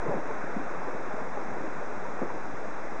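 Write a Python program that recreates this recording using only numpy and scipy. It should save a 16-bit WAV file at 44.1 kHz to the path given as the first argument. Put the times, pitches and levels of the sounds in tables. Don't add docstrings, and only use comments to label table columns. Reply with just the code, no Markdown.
import sys
import numpy as np
from scipy import signal
from scipy.fft import rfft, irfft
from scipy.io import wavfile

SR = 44100
rng = np.random.default_rng(int(sys.argv[2]) if len(sys.argv) > 2 else 0)


def volts_from_decibels(level):
    exponent = np.asarray(level, float) / 20
    return 10 ** exponent


def materialize(psi):
    bounded = np.clip(np.atleast_2d(psi).T, -1, 1)
    quanta = np.round(bounded * 32767).astype(np.int16)
    wavfile.write(sys.argv[1], SR, quanta)


N = 132300


def rms_one(x):
    return x / np.sqrt(np.mean(x ** 2) + 1e-20)


def butter(x, cut_hz, kind="low"):
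    return signal.sosfilt(signal.butter(2, cut_hz, kind, fs=SR, output="sos"), x)


def drift(rate):
    coarse = 40
    r = np.exp(-2 * np.pi * coarse * rate / SR)
    noise = rng.standard_normal(N // coarse + 2002)
    slow = signal.lfilter([1], [1, -2 * r, r * r], noise)[2000:]
    return np.interp(np.arange(N) / coarse, np.arange(len(slow)), rms_one(slow - slow.mean()))


def coloured(points):
    hz = np.fft.rfftfreq(N, 1 / SR)
    point_hz, point_db = np.transpose(points)
    level_db = np.interp(np.log(hz + 1), np.log(point_hz), point_db)
    return rfft(rng.standard_normal(N)) * volts_from_decibels(level_db), hz


def roar():
    # t/s, level/dB
    fall_vigour = [(0.03, -37), (0.14, -37.5), (0.79, -38), (1.32, -38.5), (2.26, -39), (2.97, -39.5)]
    # f/Hz, level/dB per Hz
    roar_colour = [(30, -25.5), (100, -23.5), (255, -17), (515, -14), (1480, -19), (2200, -27.5),
                   (2700, -32), (3600, -60)]
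    gain_db, patchy_db, shared = 1.0, 0.33, 0.38
    spectrum, hz = coloured(roar_colour)
    place = np.clip(2 * np.log2(hz / 25 + 1e-9), 0, 16)
    together = drift(11.0)
    out = np.zeros(N)
    for k in range(17):
        crossfade = np.cos(np.pi / 2 * np.clip(place - k, -1, 1)) ** 2
        band = irfft(spectrum * crossfade, N)
        depth_db = patchy_db * np.clip(1.6 - 0.041 * k, 0.1, 2)
        out += band * volts_from_decibels(depth_db * (shared * together + drift(5.2)))
    s, db = np.transpose(fall_vigour)
    return rms_one(out) * volts_from_decibels(gain_db + np.interp(np.arange(N) / SR, s, db))


def thud(clicks, hz, octaves):
    half = 2 ** (octaves / 2)
    return butter(clicks, [hz / half, hz * half], "band")


def blocks():
    # t/s, peak level/dB, thud f/Hz, echo t60/s
    block_landings = [(.114, -32, 690, .04), (.127, -26, 600, 0.068), (.306, -36, 600, 0.039),
                      (.566, -28.5, 224, 0.23), (1.373, -30, 657, 0.046), (1.824, -32, 560, 0.065),
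                      (2.2164, -19, 440, .015), (2.2192, -22, 220, .06), (2.2258, -24, 400, .015),
                      (2.2318, -24.5, 400, .015), (2.237, -28.5, 374, .3), (2.338, -35, 380, 0.12),
                      (2.228, -26, 1000, .1), (2.302, -28, 800, 0.043), (2.495, -33, 247, 0.044),
                      (2.92, -34, 226, 0.063)]
    echoes_per_s, echo_db = 560, -5.5
    size = SR // 4
    t = np.arange(size) / SR
    out = np.zeros(N + SR)
    for s, db, hz, t60 in block_landings:
        scattered = (rng.random(size) < echoes_per_s / SR) * (t > 1 / hz)
        signs = rng.choice([-1, 1], size)
        echoes = scattered * signs * volts_from_decibels(echo_db - 60 * t / t60)
        landing = thud((t == 0) + echoes, hz, octaves=1.0)
        start = int(s * SR)
        out[start:start + size] -= landing / np.abs(landing).max() * volts_from_decibels(db)
    return out[:N]


def surges():
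    # start t/s, top t/s, end t/s, rms level/dB, centre f/Hz
    heap_surges = [
        (0.037, 0.086, 0.17, -40.5, 171),
        (0.042, .135, 0.21, -33.5, 563),
        (.85, 0.9, 0.964, -41, 460),
        (1.034, 1.152, 1.32, -40.5, 604),
        (1.5, 1.561, 1.63, -41, 450),
    ]
    hits_per_s = 760
    t = np.arange(N) / SR
    out = np.zeros(N)
    for start, top, end, db, hz in heap_surges:
        hits = (rng.random(N) < hits_per_s / SR) * rng.standard_normal(N)
        swell = np.interp(t, [start, top, end], [0, 1, 0]) ** 0.5
        out += rms_one(thud(hits, hz, octaves=1.63)) * volts_from_decibels(db) * swell
    return out


def slabs():
    # t/s, level/dB, f/Hz
    slab_knocks = [(0.038, -32, 693), (0.067, -29, 458), (0.069, -31, 325), (0.082, -38, 1023),
                   (0.087, -37, 716), (0.088, -30.5, 160), (0.1, -29, 436), (0.116, -27, 568),
                   (0.117, -31.5, 816), (0.121, -37, 144), (0.124, -41, 986), (0.125, -36.5, 326),
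                   (0.131, -35, 807), (0.137, -36.5, 710), (0.146, -30, 544), (0.148, -30, 216),
                   (0.164, -37.8, 160), (0.164, -39, 547), (0.166, -35.5, 385), (0.185, -32.5, 304),
                   (0.197, -33.5, 917), (0.265, -36.7, 288), (0.301, -33, 874), (0.31, -30.5, 434),
                   (0.316, -36.5, 1022), (0.48, -36.5, 828), (0.498, -33, 368), (0.556, -35, 699),
                   (0.571, -43, 483), (0.571, -26.5, 217), (0.604, -32, 283), (0.669, -33, 697),
                   (0.712, -37.5, 330), (0.752, -34.5, 530), (0.825, -37.6, 747), (0.866, -39, 860),
                   (0.876, -39, 410), (0.881, -42, 1017), (0.885, -36.5, 301), (0.891, -30.5, 492),
                   (0.938, -33.5, 512), (0.986, -39.5, 745), (1.07, -38, 371), (1.116, -36, 796),
                   (1.131, -37, 636), (1.187, -32.5, 633), (1.375, -33.5, 803), (1.377, -35.5, 548),
                   (1.529, -37.5, 183), (1.569, -38, 956), (1.577, -36.8, 417), (1.644, -32, 320),
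                   (1.645, -32.5, 528), (1.684, -37.1, 308), (1.829, -38.5, 552), (2.056, -34.5, 962),
                   (2.249, -38, 326), (2.307, -36, 990), (2.345, -38, 460), (2.351, -34.5, 327)]
    rise_s, wobble = 0.005717, 0.024
    t = np.arange(SR // 20) / SR
    shape = t / rise_s * np.exp(1 - t / rise_s)
    out = np.zeros(N + SR)
    for s, db, hz in slab_knocks:
        phase, glide = rng.random(2)
        bend = wobble * (2 * glide - 1) * (t - rise_s) ** 2 / rise_s / 4
        turns = hz * (t + bend) + phase
        start = int((s - 1.5 * rise_s) * SR)
        out[start:start + len(t)] += volts_from_decibels(db) * shape * np.sin(2 * np.pi * turns)
    return out[:N]


def stones():
    stones_per_s, spread_db, level_db, cycles = 300, 5.5, -47.5, 1.8
    pitches = np.geomspace(151, 800, 12)
    sizes = volts_from_decibels(spread_db * np.minimum(rng.exponential(1, N), 4.0)) * rng.choice([-1, 1], N)
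    born = rng.random(N) < stones_per_s / SR
    dealt = rng.integers(0, len(pitches), N)
    out = np.zeros(N)
    for k, hz in enumerate(pitches):
        r = volts_from_decibels(-60 * hz / (cycles * 2 * SR))
        w = 2 * np.pi * hz / SR
        hits = sizes * born * (dealt == k) + 1e-18
        out += signal.lfilter([np.sin(w), -np.sin(w)], [1, -2 * r * np.cos(w), r * r], hits) / w
    return volts_from_decibels(level_db) * rms_one(butter(out, 1400))


def scene():
    heavy = butter(blocks() + surges(), 125, "high")
    return (roar() + stones() + slabs() + butter(heavy, 900))[None]


def hiss(clock_hz):
    # f/Hz, level/dB per Hz
    hiss_colour = [(20, -17.5), (1000, 17.5), (3500, 5), (5000, 2), (6300, 2), (8000, -4)]
    spectrum, hz = coloured(hiss_colour)
    return volts_from_decibels(-50) * rms_one(irfft(spectrum * (hz < clock_hz / 2), N))


def notched(x, clock_hz):
    notch_centres = [2996, 4398, 8000]
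    notch_widths = [950, 1050, 600]
    for notch, width in zip(notch_centres, notch_widths):
        c = np.cos(2 * np.pi * notch / clock_hz)
        r = np.exp(-np.pi * width / clock_hz)
        if notch == clock_hz / 2:
            b, a = [1, 1.0], [1, r]
        else:
            b, a = [1, -2 * c, 0.97], [1, -2 * r * c, r * r]
        x = signal.lfilter(b, a, x) * sum(a) / sum(b)
    return x


def whine(count, clock_hz):
    whine_lines = {-2: -104, -1: -97, 0: -80, 1: -82, 2: -81.5, 4: -90, 5: -96, 7: -96}
    first_hz, step_hz = 7916.8, 30.07
    t = np.arange(count) / clock_hz
    out = np.zeros(count)
    for step, db in whine_lines.items():
        turns = (first_hz - step * step_hz) * t + rng.random()
        out += np.sqrt(2) * volts_from_decibels(db) * np.sin(2 * np.pi * turns)
    return out


def band_limit(x):
    return signal.sosfilt(signal.butter(12, 10250, fs=SR, output="sos"), x)


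def record(dry):
    clock_hz, offset = 16000, -0.0458
    x = butter(dry[0], 92, "high") + hiss(clock_hz)
    count = N * clock_hz // SR
    x = irfft(rfft(x)[:count // 2 + 1], count) * count / N
    x = notched(x, clock_hz) + whine(count, clock_hz)
    up, down = 441, 160
    taps = signal.firwin(16 * up + 1, 8000, window=("kaiser", 9.0), fs=clock_hz * up)
    y = signal.resample_poly(x, up, down, window=taps)
    return band_limit(y[None, :N] + offset)


dry = scene()
out = record(dry)
materialize(out)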